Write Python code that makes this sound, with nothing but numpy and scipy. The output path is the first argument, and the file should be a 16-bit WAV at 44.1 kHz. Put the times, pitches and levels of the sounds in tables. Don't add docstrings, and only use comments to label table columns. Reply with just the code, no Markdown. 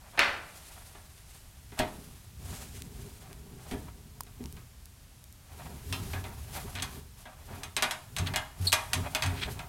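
import sys
import numpy as np
from scipy import signal
from scipy.fft import rfft, irfft, next_fast_len
from scipy.io import wavfile

SR = 44100
rng = np.random.default_rng(int(sys.argv[2]) if len(sys.argv) > 2 else 0)


def digitize_waveform(pressure):
    field = np.atleast_2d(pressure).T
    bounded = np.clip(field, -1, 1)
    quanta = np.round(bounded * 32767).astype(np.int16)
    wavfile.write(sys.argv[1], SR, quanta)


N = 426888
TIME_S = np.arange(N) / SR
TAIL_S = TIME_S[:32768]

# frequency in Hz, level in dB, t60 in seconds.
STEEL_PANEL_MODES = [(244, -1.5, 0.34), (403, -1.5, 0.23), (625, -3.5, 0.38), (713, -2, 0.34),
                     (764.3, -1.5, 0.24), (829, -9, 0.41), (941, -2, 0.37), (1162, -6.5, 0.29),
                     (1417, -10, 0.2), (1634, -2, 0.24), (1923, -5.5, 0.2), (2077, -1.5, 0.22),
                     (2320, -2.5, 0.08), (2495, 3.5, 0.13), (3300, 1.5, 0.12), (4060, 1, 0.063),
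                     (6330, 8, 0.11), (8250, 18.5, 0.026)]
BOX_MODES = [(91.6, 3.5, 0.43), (120, -7, 0.26), (162.3, -9, 0.28), (267.4, -13, 0.76)]
LOOSE_SCREW_MODES = [(2610, 1, 0.13), (2780, -3, 0.2), (3140, -2, 0.23), (3592, -3, 0.14), (4050, -4, 0.24),
                     (5250, -4, 0.17)]
CLACK_RING_MODES = [(577, -3.5, 0.5), (1366, 0, 0.56), (1486, 4.5, 0.51), (1687, -1, 0.52), (1780, 6, 0.48),
                    (2070, 2, 0.56), (2365, 5, 0.47), (2680, -6, 0.68)]

# start in seconds, ring in dB, treble in dB re ring.
SCREW_CLACKS = [(5.926, -37.5, -5), (6.753, -38.5, -13.5), (6.823, -36, -2.5), (7.255, -42, -27),
                (7.634, -43, -3), (7.766, -28.5, -7), (7.824, -23.5, -9.5), (7.910, -34.5, -6.5),
                (8.165, -37, -6), (8.185, -37, -4), (8.2704, -37.5, -13), (8.338, -30.5, -21),
                (8.36, -29, -7.5), (8.721, -34, -3), (8.728, -24, -2.5), (8.9331, -32, 0.5),
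                (9.149, -29, -8), (9.223, -30.5, -8.5), (9.236, -33.5, -11), (9.261, -36.5, -8.5),
                (9.592, -39.5, -17)]
# start in seconds, ring in dB, bass and treble in dB re ring.
HAND_KNOCKS = [(0.949, -48.5, -7, -22), (1.72, -48.5, -2.5, -23), (1.791, -32.5, -4.5, -7),
               (1.796, -24, -10, -31.5), (1.819, -33, -4.5, -38), (3.712, -41, 5, -13.5),
               (3.733, -42.5, 5.5, -37.5), (4.266, -56, -7, -15), (4.403, -53, 6.5, -32),
               (4.567, -51, -14, -18), (6.133, -33.5, -9, -22.5), (6.241, -40, -9, -21.5)]
# start in seconds, crack and ring in dB, bass and treble in dB re ring.
HARDWARE_HITS = [(0.1755, -33, -24.5, -10, -29), (0.1926, -7, -20.5, -14.5, -11.5)]
# start and creep half length in seconds, boom and palm in dB.
HAND_PUSHES = [(1.801, 0.16, -40.5, -53.5), (2.45, 0.089, -38.5, -47.5), (2.79, 0.18, -48, -50),
               (3.25, 0.44, -55, -54), (3.726, 0.061, -53, -48), (4.41, 0.068, -50, -48),
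               (5.60, 0.093, -61, -48.5), (5.894, 0.076, -32.5, -43), (6.133, 0.1, -33.5, -45.5),
               (6.52, 0.095, -52, -46.5), (6.746, 0.12, -35, -49), (7.509, 0.078, -39.5, -48),
               (8.195, 0.074, -25, -42.5), (8.599, 0.037, -33, -50.5), (8.956, .05, -27.5, -41.5),
               (9.245, 0.15, -26.5, -43)]
# peak time and half length in seconds, skin and sleeve in dB, swish centre in Hz.
ARM_STROKES = [(0.13, 0.1, -55, -59.5, 9000), (0.704, .22, -60, -53, 9400), (1.315, 0.14, -68, -59.5, 9000),
               (1.792, .012, -39, -50, 9000), (1.968, .22, -67, -56, 11000),
               (2.489, 0.043, -51, -50.5, 8100), (2.589, 0.054, -55.5, -47.5, 7800),
               (2.782, 0.062, -68, -52, 8000), (3.05, .1, -63, -55.5, 9000), (3.277, 0.083, -58, -63, 9000),
               (3.7, 0.13, -56.5, -56, 9000), (5.65, 0.096, -51.5, -55.5, 11000),
               (5.966, 0.083, -64, -50, 13000), (6.136, 0.031, -56, -53, 13500),
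               (6.29, 0.24, -58.5, -55, 11000), (6.572, 0.03, -47, -43, 12900),
               (6.71, 0.12, -52, -54, 11000), (6.952, 0.038, -59, -52.5, 13000),
               (7.205, .03, -64, -57, 11000), (7.35, .1, -57, -68, 11000), (7.55, 0.067, -48, -56.5, 12000),
               (8.661, 0.049, -48.5, -47, 11000), (9.0, 0.2, -46, -58, 10000),
               (9.454, 0.13, -48, -54, 9000), (9.517, 0.015, -59.5, -44, 13000)]
# peak time and half length in seconds, level in dB.
THREAD_GRINDS = [(6.57, 0.022, -53), (6.79, 0.023, -43), (8.277, 0.0096, -35.5), (9.395, 0.03, -46.5),
                 (9.432, 0.022, -35)]
# start in seconds, peak in dB, lower band edge in Hz.
DRY_TICKS = [(2.821, -24.5, 1890), (3.33, -31.5, 1200), (4.207, -18.5, 3330), (4.209, -19, 3200),
             (4.235, -26, 5000), (4.44, -34, 1400), (4.458, -29, 1390), (4.526, -27.5, 3200),
             (4.857, -29.5, 3200), (5.241, -30.5, 3220), (5.326, -32, 3220)]

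# frequency in Hz, relative spectral density in dB.
PANEL_SPECTRUM = [(100, 3.5), (250, 3), (500, -5.5), (800, -1), (1300, 0), (3300, -0.5), (5000, -0.5),
                  (8500, 3), (12000, 0), (16000, -21)]
CLACK_RING_SPECTRUM = [(100, -9), (350, -6), (550, -4), (1000, -0.5), (1700, 4.5), (2700, 3.5), (3800, 1),
                       (5500, 2), (9000, -7), (16000, -19)]
THREAD_SPECTRUM = [(500, -33), (1000, -5), (1800, 2), (3800, 2.5), (6000, -12.5), (14000, -31)]
PALM_SPECTRUM = [(70, -14), (140, 4.5), (200, -1.5), (300, -9.5), (420, -7), (550, -23), (1000, -22.5),
                 (2500, -58)]
SKIN_SPECTRUM = [(350, -16), (600, -1), (820, -1.5), (1200, -3.5), (2500, -13.5), (4500, -22.5),
                 (8000, -56)]
SLEEVE_SPECTRUM = [(1200, 0), (3000, 2), (6000, 0), (8500, -0.5), (12000, -1), (16000, -10)]
RUMBLE_SPECTRUM = [(15, -41), (30, -10), (55, -1.5), (72, 4.5), (90, -4), (115, -2), (170, -13),
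                   (400, -37.5)]
AIR_SPECTRUM = [(15, -25), (25, -0.5), (74, 3.5), (317, -19.5), (531, -23.5), (607, -22), (1790, -25),
                (10100, -26.5), (13600, -28.5), (16000, -37)]

# frequency in Hz, t60 in seconds.
RING_DECAY = [(200, 0.28), (1000, 0.36), (3000, 0.16), (8000, 0.098), (15000, 0.079)]
ROOM_DECAY = [(100, 0.95), (500, 0.8), (1500, 0.57), (3000, 0.46), (6000, 0.5), (14000, 0.77)]


def panel(clack_bass_db=-19.5, crack_over_ring_db=21.5):
    out = np.zeros(N)
    build_up = 1 - np.exp(-TAIL_S / 0.0013)
    clacks = [(start_s, db, clack_bass_db, treble_db) for start_s, db, treble_db in SCREW_CLACKS]
    for start_s, ring_db, bass_db, treble_db in list(HAND_KNOCKS) + clacks:
        softness_db = 0.57 * max(0, -treble_db - 22)
        hand_damping_db_per_s = 13 * softness_db
        wash = dense_ring(PANEL_SPECTRUM, bass_db, treble_db, room_db=-11.5, room_treble_db=-7)
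        wash *= from_db(-1 - 0.32 * softness_db)
        tones = struck(STEEL_PANEL_MODES, bass_db, treble_db, spread_db=3)
        tones *= from_db(softness_db - 11 - hand_damping_db_per_s * TAIL_S)
        crack_db = ring_db + crack_over_ring_db + 0.75 * treble_db
        add(out, start_s, from_db(crack_db) * crack(low_hz=1480, high_hz=4420, t60_s=0.019))
        add(out, start_s, from_db(ring_db) * build_up * (wash + tones))
    return out


def hardware_clack(snap_hz=2700, snap_over_crack_db=2.5, snap_t60_s=0.0058):
    out = np.zeros(N)
    snap = from_db(snap_over_crack_db - 60 * TAIL_S / snap_t60_s) * np.sin(2 * np.pi * snap_hz * TAIL_S)
    for start_s, crack_db, ring_db, bass_db, treble_db in HARDWARE_HITS:
        wash = dense_ring(CLACK_RING_SPECTRUM, bass_db, treble_db, room_db=0.7, room_treble_db=-8,
                          uneven_db=2.5)
        tones = struck(CLACK_RING_MODES, bass_db, treble_db, spread_db=2)
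        add(out, start_s, from_db(crack_db) * crack(low_hz=1120, high_hz=3800, t60_s=0.0091))
        add(out, start_s, from_db(crack_db) * snap)
        add(out, start_s, from_db(ring_db) * (from_db(-0.7) * wash + from_db(-15.5) * tones))
    return out


def cabinet(rise_s=0.011, spread_db=2.9):
    out, bank = np.zeros(N), mode_bank(BOX_MODES)
    for start_s, _, boom_db, _ in HAND_PUSHES:
        boom = from_db(rng.normal(0, spread_db, len(bank))) @ bank
        add(out, start_s, from_db(boom_db) * boom * (1 - np.exp(-TAIL_S / rise_s)))
    return out


def screw_squeak(start_s=8.669, length_s=0.011, start_hz=4400, end_hz=4050, level_db=-20):
    t = TAIL_S[:round(length_s * SR)]
    waver = 1 + 0.03 * drift(1500)[:len(t)]
    phase = 2 * np.pi * np.cumsum(np.linspace(start_hz, end_hz, len(t)) * waver) / SR
    chirp = sum(from_db(-9 * k) * np.sin((k + 1) * phase) for k in range(3))
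    chirp *= np.sqrt(np.sin(np.pi * t / length_s))
    echo_db, echo_t60_s = -2, 0.099
    echoes = rng.standard_normal(len(TAIL_S)) * from_db(-60 * TAIL_S / echo_t60_s) * (TAIL_S > 0.003)
    echoes *= from_db(echo_db) / np.linalg.norm(echoes)
    echoes[0] = 1
    out = np.zeros(N)
    add(out, start_s, from_db(level_db) * signal.fftconvolve(chirp, echoes))
    return out


def screw_clink(start_s=5.927, level_db=-37):
    out = np.zeros(N)
    add(out, start_s, from_db(level_db) * mode_bank(LOOSE_SCREW_MODES).sum(axis=0))
    return out


def screw_grind():
    slips = friction(slips_per_s=2300, grain_db=2.5, hiss_gain=1, judder_db=3, judder_per_s=190)
    return swells(THREAD_GRINDS) * coloured(rubbed(slips, lift_db=-3, damping_hz=30), THREAD_SPECTRUM)


def palm_creep():
    pressing = swells([(start_s + half_s, half_s, db) for start_s, half_s, _, db in HAND_PUSHES])
    slips = friction(slips_per_s=1200, grain_db=0.5, hiss_gain=1, judder_db=3.5, judder_per_s=35)
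    return pressing * coloured(rubbed(slips, lift_db=2.5, damping_hz=22.1), PALM_SPECTRUM)


def skin_slide():
    sliding = swells([row[:3] for row in ARM_STROKES])
    slips = friction(slips_per_s=1500, grain_db=6, hiss_gain=2.15, judder_db=4, judder_per_s=45)
    return sliding * coloured(rubbed(slips, lift_db=4.5, damping_hz=6.8), SKIN_SPECTRUM)


def sleeves(swish_db=-4.5, swish_width_hz=2600):
    slips = friction(slips_per_s=3500, grain_db=2.5, hiss_gain=1.4, judder_db=2, judder_per_s=61)
    cloth = coloured(slips, SLEEVE_SPECTRUM)
    out = np.zeros(N)
    for peak_s, half_s, _, db, swish_hz in ARM_STROKES:
        swish = signal.lfilter(*signal.iirpeak(swish_hz, swish_hz / swish_width_hz, fs=SR), cloth)
        out += swells([(peak_s, half_s, db)]) * unit_rms(cloth + from_db(swish_db) * swish)
    return out


def ticks(band_ratio=4.8, ring_hz=1000, ring_db=-9, ring_t60_s=0.013):
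    out = np.zeros(N)
    for start_s, peak_db, low_hz in DRY_TICKS:
        add(out, start_s, from_db(peak_db) * crack(low_hz, band_ratio * low_hz, t60_s=0.0065))
    start_s, peak_db, _ = max(DRY_TICKS, key=lambda row: row[1])
    ring = from_db(ring_db - 60 * TAIL_S / ring_t60_s) * np.cos(2 * np.pi * ring_hz * TAIL_S)
    add(out, start_s, from_db(peak_db) * ring)
    return out


def bench_rumble(over_palm_db=1, stretch=1.87):
    leaning = swells([(start_s + half_s, stretch * half_s, palm_db + over_palm_db)
                      for start_s, half_s, _, palm_db in HAND_PUSHES])
    return leaning * coloured(rng.standard_normal(N), RUMBLE_SPECTRUM)


def workshop_air(rms_db=-53.5):
    return from_db(rms_db) * coloured(rng.standard_normal(N), AIR_SPECTRUM)


def crack(low_hz, high_hz, t60_s):
    t = TAIL_S[:1024]
    spray = 0.18 * rng.standard_normal(len(t)) * from_db(-60 * t / t60_s)
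    spray[0] = 1.38
    band_hz = [low_hz, min(high_hz, SR / 2 - 1000)]
    burst = signal.sosfilt(signal.butter(1, band_hz, "band", fs=SR, output="sos"), spray)
    burst = signal.sosfilt(signal.butter(2, low_hz, "high", fs=SR, output="sos"), burst)
    return burst / np.abs(burst).max()


def dense_ring(spectrum, bass_db, treble_db, room_db, room_treble_db, cluster_hz=70, uneven_db=4):
    hz = np.fft.rfftfreq(len(TAIL_S), 1 / SR)
    clusters = np.interp(hz / cluster_hz, np.arange(len(hz)), rng.standard_normal(len(hz)))
    gain = from_db(at_hz(spectrum, hz) + uneven_db * clusters * (hz > 1000))
    gain /= np.sqrt(np.mean(gain ** 2 * ((hz > 700) & (hz < 4500))))
    noise_bins = rfft(rng.standard_normal(len(TAIL_S))) * gain * contact(hz, bass_db, treble_db)
    octaves_hz = np.geomspace(125, 16000, 8)
    room_rise = 1 - np.exp(-TAIL_S / 0.0043)
    out = np.zeros(len(TAIL_S))
    for centre_hz, share in zip(octaves_hz, np.eye(len(octaves_hz))):
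        band = irfft(noise_bins * at_hz(np.c_[octaves_hz, share], hz))
        direct = from_db(-60 * TAIL_S / at_hz(RING_DECAY, centre_hz))
        wet_db = room_db + at_hz([(2000, 0), (9000, room_treble_db)], centre_hz)
        room = from_db(wet_db - 60 * TAIL_S / at_hz(ROOM_DECAY, centre_hz)) * room_rise
        out += band * np.hypot(direct, room)
    return out


def struck(modes, bass_db, treble_db, spread_db):
    hz = np.array(modes)[:, 0]
    strengths = from_db(spread_db * rng.standard_normal(len(hz))) * rng.choice([-1, 1], len(hz))
    return (strengths * contact(hz, bass_db, treble_db)) @ mode_bank(modes)


def contact(hz, bass_db, treble_db):
    muted_db = min(0, treble_db / 2 + 11)
    spectrum = [(450, bass_db + 9.5), (620, 0), (900, 0), (1500, muted_db),
                (3800, treble_db / 2 + 5), (6000, treble_db)]
    return from_db(at_hz(spectrum, hz))


def mode_bank(modes):
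    hz, db, t60_s = np.transpose(modes)[:, :, None]
    return from_db(db - 60 * TAIL_S / t60_s) * np.sin(2 * np.pi * hz * TAIL_S)


def friction(slips_per_s, grain_db, hiss_gain, judder_db, judder_per_s):
    sizes = from_db(grain_db * np.minimum(rng.exponential(1, N), 5)) * rng.choice([-1, 1], N)
    slips = unit_rms(sizes * (rng.random(N) < slips_per_s / SR))
    return (slips + hiss_gain * rng.standard_normal(N)) * from_db(judder_db * drift(judder_per_s))


def rubbed(slips, lift_db, damping_hz):
    out = slips.copy()
    for hz, db, t60_s in STEEL_PANEL_MODES:
        radius = from_db(-60 / (t60_s * SR)) * np.exp(-np.pi * damping_hz / SR)
        feedforward = np.array([1, 0, -1]) * (1 - radius ** 2) / 2
        feedback = [1, -2 * radius * np.cos(2 * np.pi * hz / SR), radius ** 2]
        out += from_db(db + lift_db) * signal.lfilter(feedforward, feedback, slips)
    return out


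def swells(rows):
    peak_s, half_s, db = np.transpose(rows)
    coarse_s = TIME_S[::64]
    bells = np.exp(-((coarse_s - peak_s[:, None]) / half_s[:, None]) ** 2)
    return np.sqrt(np.interp(TIME_S, coarse_s, from_db(db) ** 2 @ bells))


def coloured(noise, spectrum):
    size = next_fast_len(len(noise))
    gain = from_db(at_hz(spectrum, np.fft.rfftfreq(size, 1 / SR)))
    return unit_rms(irfft(rfft(noise, size) * gain, size)[:len(noise)])


def drift(knots_per_s):
    knots = rng.standard_normal(4096)
    return unit_rms(np.interp(TIME_S * knots_per_s, np.arange(len(knots)), knots))


def at_hz(points, hz):
    points_hz, values = np.transpose(points)
    return np.interp(np.log(np.maximum(hz, 1)), np.log(points_hz), values)


def add(out, start_s, sound):
    start = round(start_s * SR)
    out[start:start + len(sound)] += sound[:N - start]


def from_db(db):
    return 10 ** (np.asarray(db) / 20)


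def unit_rms(x):
    return x / np.sqrt(np.mean(x ** 2) + 1e-20)


def scene():
    air = workshop_air()
    impacts = hardware_clack() + panel() + screw_clink() + cabinet() + ticks()
    handling = screw_squeak() + palm_creep() + skin_slide() + screw_grind() + bench_rumble() + sleeves()
    return (impacts + handling + air)[None]


def record(dry):
    return signal.sosfilt(signal.ellip(10, 0.1, 90, 16000, fs=SR, output="sos"), dry)


dry = scene()
out = record(dry)
digitize_waveform(out)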